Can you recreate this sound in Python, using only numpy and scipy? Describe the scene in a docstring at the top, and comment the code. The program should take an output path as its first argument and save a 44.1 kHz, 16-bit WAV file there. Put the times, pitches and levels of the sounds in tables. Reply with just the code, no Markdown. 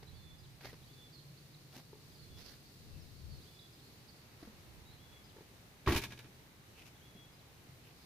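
"""First come soft knocks and scuffs, with birds whistling and light wind puffing on the microphone.
At a quiet campsite a man shifts luggage in a car's boot, his sandals scuffing the dirt. He steps back
and slams the tailgate: the panel thumps, the latch clacks, the cabin air booms and loose trim rattles.
Traffic rumbles far away. In the tables, fade_s is the time a sound takes to drop by 60 dB, side_db is
left minus right, and likeness runs from 0 (left and right unrelated) to 1 (the same)."""
import sys
import numpy as np
from scipy import signal
from scipy.fft import rfft, irfft, next_fast_len
from scipy.io import wavfile
from scipy.ndimage import map_coordinates

SR = 44100
rng = np.random.default_rng(int(sys.argv[2]) if len(sys.argv) > 2 else 0)


def generate_wav(signal):
    """Clip the signal to [-1, 1] and save it as 16-bit WAV at the path in sys.argv[1]."""
    frames = np.transpose(np.atleast_2d(signal))
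    scaled = np.clip(frames, -1, 1) * 32767
    pcm = np.round(scaled).astype(np.int16)
    wavfile.write(sys.argv[1], SR, pcm)


N = 355049


# the gate lands on its seal, hits the latch and shudders to rest: start_s, thump_db, clack_db
GATE_BLOWS = [(5.869, -24.5, -36), (5.874, -25, -18), (5.878, -27.5, -34), (5.884, -29, -30),
              (5.906, -32, -31.5), (5.9207, -27.5, -32), (5.945, -31, -34), (5.960, -33.5, -31.5),
              (6.038, -44, -42)]
# ringing notes of the latch and sheet steel: pitch_hz, level_db, fade_s
STEEL_NOTES = [(619, -28, 0.31), (727, -36, 0.17), (840, -27, 0.17), (1038, -17, 0.11), (1120, -3.5, 0.021),
               (1118, -14.5, 0.098), (1220, -9, 0.026), (1350, -18, 0.054), (1610, -20.5, 0.043),
               (1840, -22, 0.2), (1915, -17, 0.073), (2274, -23, 0.17), (2720, -39, 0.095)]
# tone of a hard tick, also used for the knocks: pitch_hz, level_db
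TICK_TONE = [(200, 2), (700, 3.5), (1200, 0), (2000, 2.5), (3200, -4.5), (5000, -1.5), (7500, -27),
             (15000, -21)]

def tailgate():
    """Each blow thumps the panel and rings the steel, while the cabin booms and the trim rattles."""
    out, t = cabin_boom(), np.arange(SR // 4) / SR
    for start_s, thump_db, clack_db in GATE_BLOWS:
        steel = ring(STEEL_NOTES, t, detune=0.004) * rise(t, 0.00097)
        tick = amp(-18.5) * clatter(TICK_TONE, t, fade_s=0.089, grain_db=-0.5)
        add(out, start_s, amp(thump_db) * panel_thump(t) + amp(clack_db) * (steel + tick))
    return out + trim_rattle()


# the gate panel's strongest notes: pitch_hz, level_db, fade_s
PANEL_NOTES = [(172, -10, 0.14), (194.5, -9, .2), (225, -17, 0.2), (281, -4, 0.16), (299, 0.5, 0.14),
               (316, -3, 0.15), (340, -5, 0.15), (371, -2, 0.13), (411, -19, 0.16), (431, -10, 0.18)]
# its many weaker notes, blurred into a thud: pitch_hz, level_db
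THUD_TONE = [(120, -11), (200, 0.5), (300, -2), (400, 2.5), (500, -18), (800, -10.5), (1500, -16.5),
             (4000, -40), (9000, -80)]

def panel_thump(t):
    """The struck panel shakes; the rubber seal softens the start."""
    thud = clatter(THUD_TONE, t, fade_s=0.17, grain_db=0)
    return (amp(-8.5) * ring(PANEL_NOTES, t) + amp(-6.5) * thud) * rise(t, 0.0024)


# the gate pushes air as it lands and as it bounces on the latch: start_s, level_db
AIR_PUSHES = [(5.873, -24), (5.890, -21.5), (5.956, -27)]
# deep notes of the cabin air and the car's springs: pitch_hz, level_db, fade_s
CABIN_NOTES = [(35.3, -12.5, 0.26), (60, -21, 0.17), (78.7, -5, 0.16), (93.4, -2, 0.11), (124, -6.5, 0.05),
               (123.3, -26.5, 0.87)]

def cabin_boom():
    """Air trapped behind the closing gate booms."""
    out, t = np.zeros((2, N)), np.arange(SR) / SR
    for start_s, level_db in AIR_PUSHES:
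        add(out, start_s, amp(level_db) * ring(CABIN_NOTES, t) * rise(t, 0.0028))
    return out


# the trim hits the gate: start_s, level_db, fade_s, brighten_db_per_octave
TRIM_HITS = [(5.876, -33.5, 0.18, -3.5), (5.892, -42.5, 0.11, 7), (5.921, -35, 0.12, 0.5),
             (5.961, -31.5, .11, 1), (5.974, -32, 0.052, 3.5), (6.016, -44, 0.071, 2),
             (6.036, -37, 0.078, 1), (6.120, -43.5, .06, -2), (6.189, -47.5, 0.065, -0.5),
             (6.243, -55, 0.11, -5)]
# tone of rattling hard plastic: pitch_hz, level_db
PLASTIC_TONE = [(200, -1), (700, -8), (1400, 0), (2300, 4), (3800, 1), (5500, -4.5), (8000, -14),
                (12000, -8.5), (15500, -16)]
# the trim's own ringing notes: pitch_hz, level_db, fade_s
TRIM_NOTES = [(894, -10, 0.12), (1666, -5, 0.093), (2314, -5.5, .1), (2480, -9.5, 0.12), (3670, -13, 0.15)]

def trim_rattle():
    """Each shudder throws the loose trim against the gate, which shakes the panel a little too."""
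    out, t = np.zeros((2, N)), np.arange(SR // 4) / SR
    for start_s, level_db, fade_s, brighten_db in TRIM_HITS:
        for delay_s, touch_db in [(-.0145, -6.5), (0, 0), (.012, -8)]:  # graze, hit, bounce
            rattle = clatter(PLASTIC_TONE, t, fade_s, grain_db=0.67, brighten_db=brighten_db)
            rattle += amp(-5.5) * ring(TRIM_NOTES, t, detune=0.0191)
            rattle += amp(-14.5) * panel_thump(t)
            add(out, start_s + delay_s, amp(level_db + touch_db) * rattle)
    return out


# bumps of luggage, hands and gate struts: start_s, level_db, pitch_hz, tick_db, second_tap_db
LIGHT_KNOCKS = [(.027, -50.5, 427, -53.5, -14), (.608, -60, 350, -51, 0), (0.646, -47, 383, -42, -12),
                (0.73, -47.5, 447, -50, -22), (1.764, -47, 254, -66, -8), (1.9313, -44, 414, -66, -7),
                (4.428, -42, 312, -55, -9), (4.475, -43, 216, -71, -11), (5.365, -48, 423, -62, 0),
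                (5.385, -47.5, 425, -61, 0), (7.152, -48, 187, -66, -14), (7.694, -54, 164, -64, -19)]

def knocks():
    """A bumped thing gives a short, dull note and a tick, then settles with a second tap."""
    out, t = np.zeros((2, N)), np.arange(SR // 5) / SR
    for start_s, level_db, pitch_hz, tick_db, second_tap_db in LIGHT_KNOCKS:
        fade_s = 15.4 / pitch_hz  # gone in about 15 vibrations
        for delay_s, tap_db in [(0, 0), (.0235, second_tap_db)]:
            hollow = ring([(pitch_hz, 0, fade_s), (pitch_hz * 2.1, -11, fade_s)], t, detune=0.012)
            tick = clatter(TICK_TONE, t, fade_s=0.078, grain_db=4.5)
            add(out, start_s + delay_s, amp(tap_db) * (amp(level_db) * hollow + amp(tick_db) * tick))
    return out


# sandals and bags rubbing: middle_s, length_s, level_db, side_db, squeak_hz, squeak_db
SCUFF_STROKES = [(0.669, .15, -58.5, -3, 1880, -4.5), (1.768, 0.12, -57.5, -1, 714, -6.5),
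                 (2.402, 0.086, -59.5, -7, 4860, -2.5), (2.469, .12, -64.5, -11, 4830, 3),
                 (2.523, .12, -63.5, -1, 1660, -6.5), (4.439, 0.14, -68.5, 3, 1290, -3),
                 (6.797, .1, -63.5, 0, 2580, 3), (6.872, 0.046, -62, 5.5, 2540, -2),
                 (7.876, 0.11, -69.5, -1, 2600, 1)]
# tone of grinding grit: pitch_hz, level_db
GRIT_TONE = [(150, -10), (400, 8), (1000, 1), (2500, 1.5), (5000, 3.5), (8000, -12), (12000, -2),
             (15500, -10.5)]

def scuffs():
    """Grit grinds under a stroke that swells and fades; the rubbed thing adds a breathy squeak."""
    out, t = np.zeros((2, N)), np.arange(SR // 2) / SR
    for middle_s, length_s, level_db, side_db, hz, squeak_db in SCUFF_STROKES:
        stroke = np.sin(np.pi * np.minimum(t / length_s, 1))
        grains = unit_level(amp(2.6 * drift(len(t), per_s=398.3)))
        squeak_tone = [(hz / 2, -35), (hz / 1.25, -10), (hz, 0), (hz * 1.31, -10), (hz * 2, -40)]
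        squeak = amp(squeak_db) * noise(squeak_tone, NEAR_LIKENESS, len(t))
        rub = noise(GRIT_TONE, NEAR_LIKENESS, len(t)) + squeak
        add(out, middle_s - length_s / 2, amp(level_db) * pan(side_db) * stroke * grains * rub)
    return out


# the held whistle in each song: start_s, length_s, pitch_hz, level_db, side_db
BIRD_SONGS = [(0.12, 0.21, 3490, -67, -4), (0.869, .21, 3467, -65, -2.5), (2.17, 0.23, 3420, -71, 9),
              (3.452, 0.22, 3440, -67, -3), (4.973, .212, 3380, -67, 7), (7.004, 0.26, 3346, -67, 3)]
# short notes around it: start_in_whistle_lengths, length_s, from_hz, to_hz, level_db
SHORT_NOTES = [(-.22, 0.0302, 2950, 4390, -7.5), (1.23, .035, 5100, 4870, -5.5),
               (1.476, .036, 4900, 2765, -4)]

def songbird():
    """One bird repeats its song: a flick up, a held whistle, a high pip and a flick down."""
    out = np.zeros((2, N))
    for start_s, length_s, pitch_hz, level_db, side_db in BIRD_SONGS:
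        t = np.arange(0, length_s, 1 / SR)
        progress = t / length_s
        scoop_up = -.25 * np.exp(-t / .014)
        slow_sag = 0.0213 * (.75 - progress)
        swell_db = 8 * (progress - 1.07)
        dip_db = -3 * np.exp(-((progress - .45) / 0.22) ** 2)
        soft_ends = np.minimum(np.minimum(t, length_s - t) / 0.0064, 1)
        held = amp(swell_db + dip_db) * soft_ends * whistle(pitch_hz * (1 + scoop_up + slow_sag))
        gain = pan(side_db) * amp(level_db)
        add(out, start_s, gain * held)
        for place, note_s, from_hz, to_hz, note_db in SHORT_NOTES:
            add(out, start_s + place * length_s, gain * amp(note_db) * chirp(note_s, from_hz, to_hz))
    return out


# the clearest calls of other birds: start_s, length_s, from_hz, to_hz, level_db, side_db
BIRD_CHIRPS = [(0.129, 0.11, 4810, 4030, -77, -12), (1.113, 0.1, 4800, 4000, -68.5, -11),
               (1.541, 0.013, 4280, 3650, -64, -4), (2.184, 0.083, 4900, 3930, -74, -13),
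               (2.852, 0.167, 2670, 2580, -81.5, 0), (2.997, 0.035, 5830, 5050, -70, -8),
               (3.282, 0.13, 4780, 3920, -74.5, -8), (3.59, 0.012, 3660, 4150, -64, -4),
               (4.842, 0.12, 3740, 4160, -70.5, 1)]
TWITTER_UNTIL_S, TWITTER_HZ, TWITTER_S, TWITTER_DB = 4.2, 4470, 0.029, -75.5

def other_birds():
    """Scattered chirps, and a faint random twitter from the trees on the right."""
    out = np.zeros((2, N))
    for start_s, length_s, from_hz, to_hz, level_db, side_db in BIRD_CHIRPS:
        add(out, start_s, pan(side_db) * amp(level_db) * chirp(length_s, from_hz, to_hz))
    for when, length, first, last in rng.random(size=(22, 4)):
        from_hz, to_hz = TWITTER_HZ * (1 + 0.26 * (np.array([first, last]) - .5))
        note = chirp(TWITTER_S * (.5 + length), from_hz, to_hz)
        add(out, when * TWITTER_UNTIL_S, pan(side_db=-15) * amp(TWITTER_DB) * note)
    return out


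def chirp(length_s, from_hz, to_hz):
    """A bird's short, wavering slide between two pitches."""
    size = int(length_s * SR)
    return signal.windows.tukey(size, .5) * whistle(np.geomspace(from_hz, to_hz, size), waver=0.02)


def whistle(hz, waver=0.0034):
    """A bird's nearly pure tone; fast slides come out rougher than held notes."""
    slide = np.minimum(abs(np.gradient(np.log(hz))) * SR / 8, 1)
    wobble = waver * drift(len(hz), per_s=159) + 0.0296 * slide * drift(len(hz), per_s=900)
    cycles = np.cumsum(hz * (1 + wobble)) / SR
    return np.sqrt(2) * np.sin(2 * np.pi * cycles) * amp(2.4 * drift(len(hz), per_s=62))


# puffs of wind: peak_s, half_width_s, level_db, side_db
WIND_PUFFS = [(.2, 0.23, -57, -7.5), (.75, 0.14, -61.5, -4), (2.35, 0.13, -59, -7), (2.99, 0.1, -54, 13.5),
              (3.29, 0.078, -49.5, 9), (4.85, 0.24, -62.5, -6)]
# their low rumble: pitch_hz, level_db
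WIND_TONE = [(12, -13), (35, -8.5), (75, 3.5), (140, -6.5), (300, -22.5), (1000, -58), (4000, -97)]
# how alike the wind is on both sides: pitch_hz, likeness
WIND_LIKENESS = [(30, 0.33), (300, 0.31)]

def wind():
    """Air buffets the microphone: a light breeze with puffs that swell and fade."""
    power = amp(-73.5) ** 2  # the steady breeze
    t = np.arange(N) / SR
    for peak_s, half_width_s, level_db, side_db in WIND_PUFFS:
        swell = np.exp(-.5 * ((t - peak_s) / half_width_s) ** 2)
        power = power + (amp(level_db) * pan(side_db) * swell) ** 2
    return np.sqrt(power) * noise(WIND_TONE, WIND_LIKENESS, next_fast_len(N))[:, :N]


# loudness of open air, a soft rustle, far traffic, and far birds and insects: time_s, level_db
AIR_LEVELS = [(0, -62), (1, -60.5), (3.7, -59.5), (6.6, -60.5), (8.05, -60)]
RUSTLE_LEVELS = [(0, -70.5), (3.4, -77.5), (4.3, -67.5), (5.5, -68.5), (7, -68.5), (8.05, -69.5)]
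TRAFFIC_LEVELS = [(0, -62), (1.3, -61.5), (2.6, -63.5), (4, -72), (6.5, -73), (8, -72.5)]
CHORUS_LEVELS = [(0, -75), (1.1, -72), (2.5, -68.5), (3.9, -69), (4.3, -71.5), (6.5, -88), (7.7, -84),
                 (8.05, -65.5)]
# tone of the same four: pitch_hz, level_db
AIR_TONE = [(15, -43), (25, -16), (86, -6.5), (132, -3.5), (193, -10), (388, -13.5), (612, -20),
            (892, -24.5), (2830, -24.5), (3420, -25), (3710, -23), (4350, -24.5), (7660, -33.5),
            (12800, -29.5), (15400, -34.5)]
RUSTLE_TONE = [(300, -13.5), (800, 0), (1500, -5), (2200, -3), (3000, -9.5), (5000, -28), (9000, -28)]
TRAFFIC_TONE = [(70, -31), (110, -1.5), (135, 7), (165, -1.0), (240, -39)]
CHORUS_TONE = [(2500, -72), (3700, -9.5), (4400, -2.5), (5100, -7.5), (6200, -22), (8000, -20)]
# how alike far sounds are on both sides: pitch_hz, likeness
FAR_LIKENESS = [(50, 0.97), (130, 0.89), (300, 0.84), (640, 0.51), (1400, 0), (3000, 0)]

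def outdoors():
    """Far sounds blur into four layers of noise, each slowly rising and falling."""
    def layer(levels, tone):
        level_db = np.interp(np.arange(N) / SR, *np.transpose(levels))
        return amp(level_db) * noise(tone, FAR_LIKENESS, next_fast_len(N))[:, :N]

    air = layer(AIR_LEVELS, AIR_TONE) * amp(.5 * drift(N, per_s=5.8))
    rustle = layer(RUSTLE_LEVELS, RUSTLE_TONE)
    traffic = layer(TRAFFIC_LEVELS, TRAFFIC_TONE)
    chorus = layer(CHORUS_LEVELS, CHORUS_TONE) * amp(0.65 * drift(N, per_s=14))
    return air + rustle + traffic + chorus


# how long the echoes last: pitch_hz, fade_s
ECHO_FADES = [(100, 0.85), (400, 0.66), (2000, 0.43), (6000, 0.96), (14000, 0.43)]

def echoes(sound):
    """Trees and buildings scatter thin echoes; each pitch dies away at its own speed."""
    taps = rng.standard_normal((2, SR)) * (rng.random((2, SR)) < 3000 / SR)
    taps[:, :SR // 100] = 0  # the first echo needs 10 ms to return
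    hz, t, bands = signal.stft(taps, SR, nperseg=256)
    same = np.clip(look_up(FAR_LIKENESS, hz), -1, 1)[:, None]
    bands[1] = same * bands[0] + np.sqrt(1 - same ** 2) * bands[1]
    fade = amp(-60 * t / look_up(ECHO_FADES, hz)[:, None])
    tail = signal.istft(bands * fade, SR, nperseg=256)[1]
    return signal.fftconvolve(sound, tail / np.linalg.norm(tail[0]), axes=1)[:, :N]


# how alike near sounds are on both sides: pitch_hz, likeness
NEAR_LIKENESS = [(100, 0.99), (300, 1), (640, 0.88), (1400, 0.87), (3100, 0.41), (6500, 0.014)]

def clatter(tone, t, fade_s, grain_db, brighten_db=0):
    """Parts chatter as they touch: a burst of noise with a quick start and a grainy fade."""
    chatter = unit_level(amp(grain_db * drift(len(t), per_s=574)))
    tilted = [(hz, db + brighten_db * np.log2(hz)) for hz, db in tone]
    return noise(tilted, NEAR_LIKENESS, len(t)) * chatter * rise(t, 0.0013) * amp(-60 * t / fade_s)


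def ring(notes, t, detune=0):
    """A struck thing's fading notes; detune shifts them, as each blow lands on a different spot."""
    out = 0
    for pitch_hz, level_db, fade_s in notes:
        pitch_hz *= 1 + detune * rng.standard_normal()
        out += amp(level_db - 60 * t / fade_s) * np.sin(2 * np.pi * pitch_hz * t)
    return out


def noise(tone, likeness, size):
    """Stereo noise shaped by a tone table and a likeness table."""
    hz = np.fft.rfftfreq(size, 1 / SR)
    left, other = rfft(rng.standard_normal((2, size)))
    same = np.clip(look_up(likeness, hz), -1, 1)
    right = same * left + np.sqrt(1 - same ** 2) * other
    return unit_level(irfft(np.array([left, right]) * amp(look_up(tone, hz)), size))


def drift(size, per_s):
    """A smooth wander through per_s random values a second."""
    values = rng.standard_normal(4096)
    return map_coordinates(values, [np.arange(size) * per_s / SR], order=2, mode="wrap")


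def rise(t, rise_s):
    """A soft start, climbing from 0 towards 1."""
    return 1 - np.exp(-t / rise_s)


def amp(db):
    """Turns decibels into a gain."""
    return 10 ** (np.asarray(db) / 20)


def unit_level(x):
    """Scales to an average power of 1."""
    return x / np.sqrt(np.mean(x ** 2) + 1e-20)


def look_up(table, hz):
    """Reads between a table's rows, with octaves evenly spaced."""
    pitches, values = np.transpose(table)
    return np.interp(np.log(hz + 1), np.log(pitches + 1), values)


def pan(side_db):
    """Left and right gains."""
    return amp(np.array([[.5], [-.5]]) * side_db)


def add(mix, start_s, sound):
    """Mixes a sound in at start_s."""
    part = mix[:, max(round(start_s * SR), 0):][:, :sound.shape[-1]]
    part += sound[..., :part.shape[1]]


def scene():
    """Near sounds have little echo; the birds come through the trees with much more."""
    near = tailgate() + knocks() + scuffs()
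    birds = songbird() + other_birds()
    return near + amp(2.0) * birds + echoes(amp(-19.5) * near + amp(-3.5) * birds) + outdoors() + wind()


# which side each pitch leans to at the microphone: pitch_hz, side_db
MIC_BALANCE = [(100, -0.5), (1200, 0), (2400, -2), (4400, -3.5), (6200, 12.5), (8100, 7), (10500, 3),
               (12500, 1), (15000, -3.5)]
TREBLE_LIMIT_HZ = 15550

def record(dry):
    """The microphone's two openings colour the treble differently; the very top is cut off."""
    size = next_fast_len(N)
    balance = pan(look_up(MIC_BALANCE, np.fft.rfftfreq(size, 1 / SR)))
    coloured = irfft(rfft(dry, size) * balance, size)[:, :N]
    treble_cut = signal.firwin(511, TREBLE_LIMIT_HZ, window=("kaiser", 9), fs=SR)
    return signal.oaconvolve(coloured, treble_cut[None], "same")


dry = scene()
out = record(dry)
generate_wav(out)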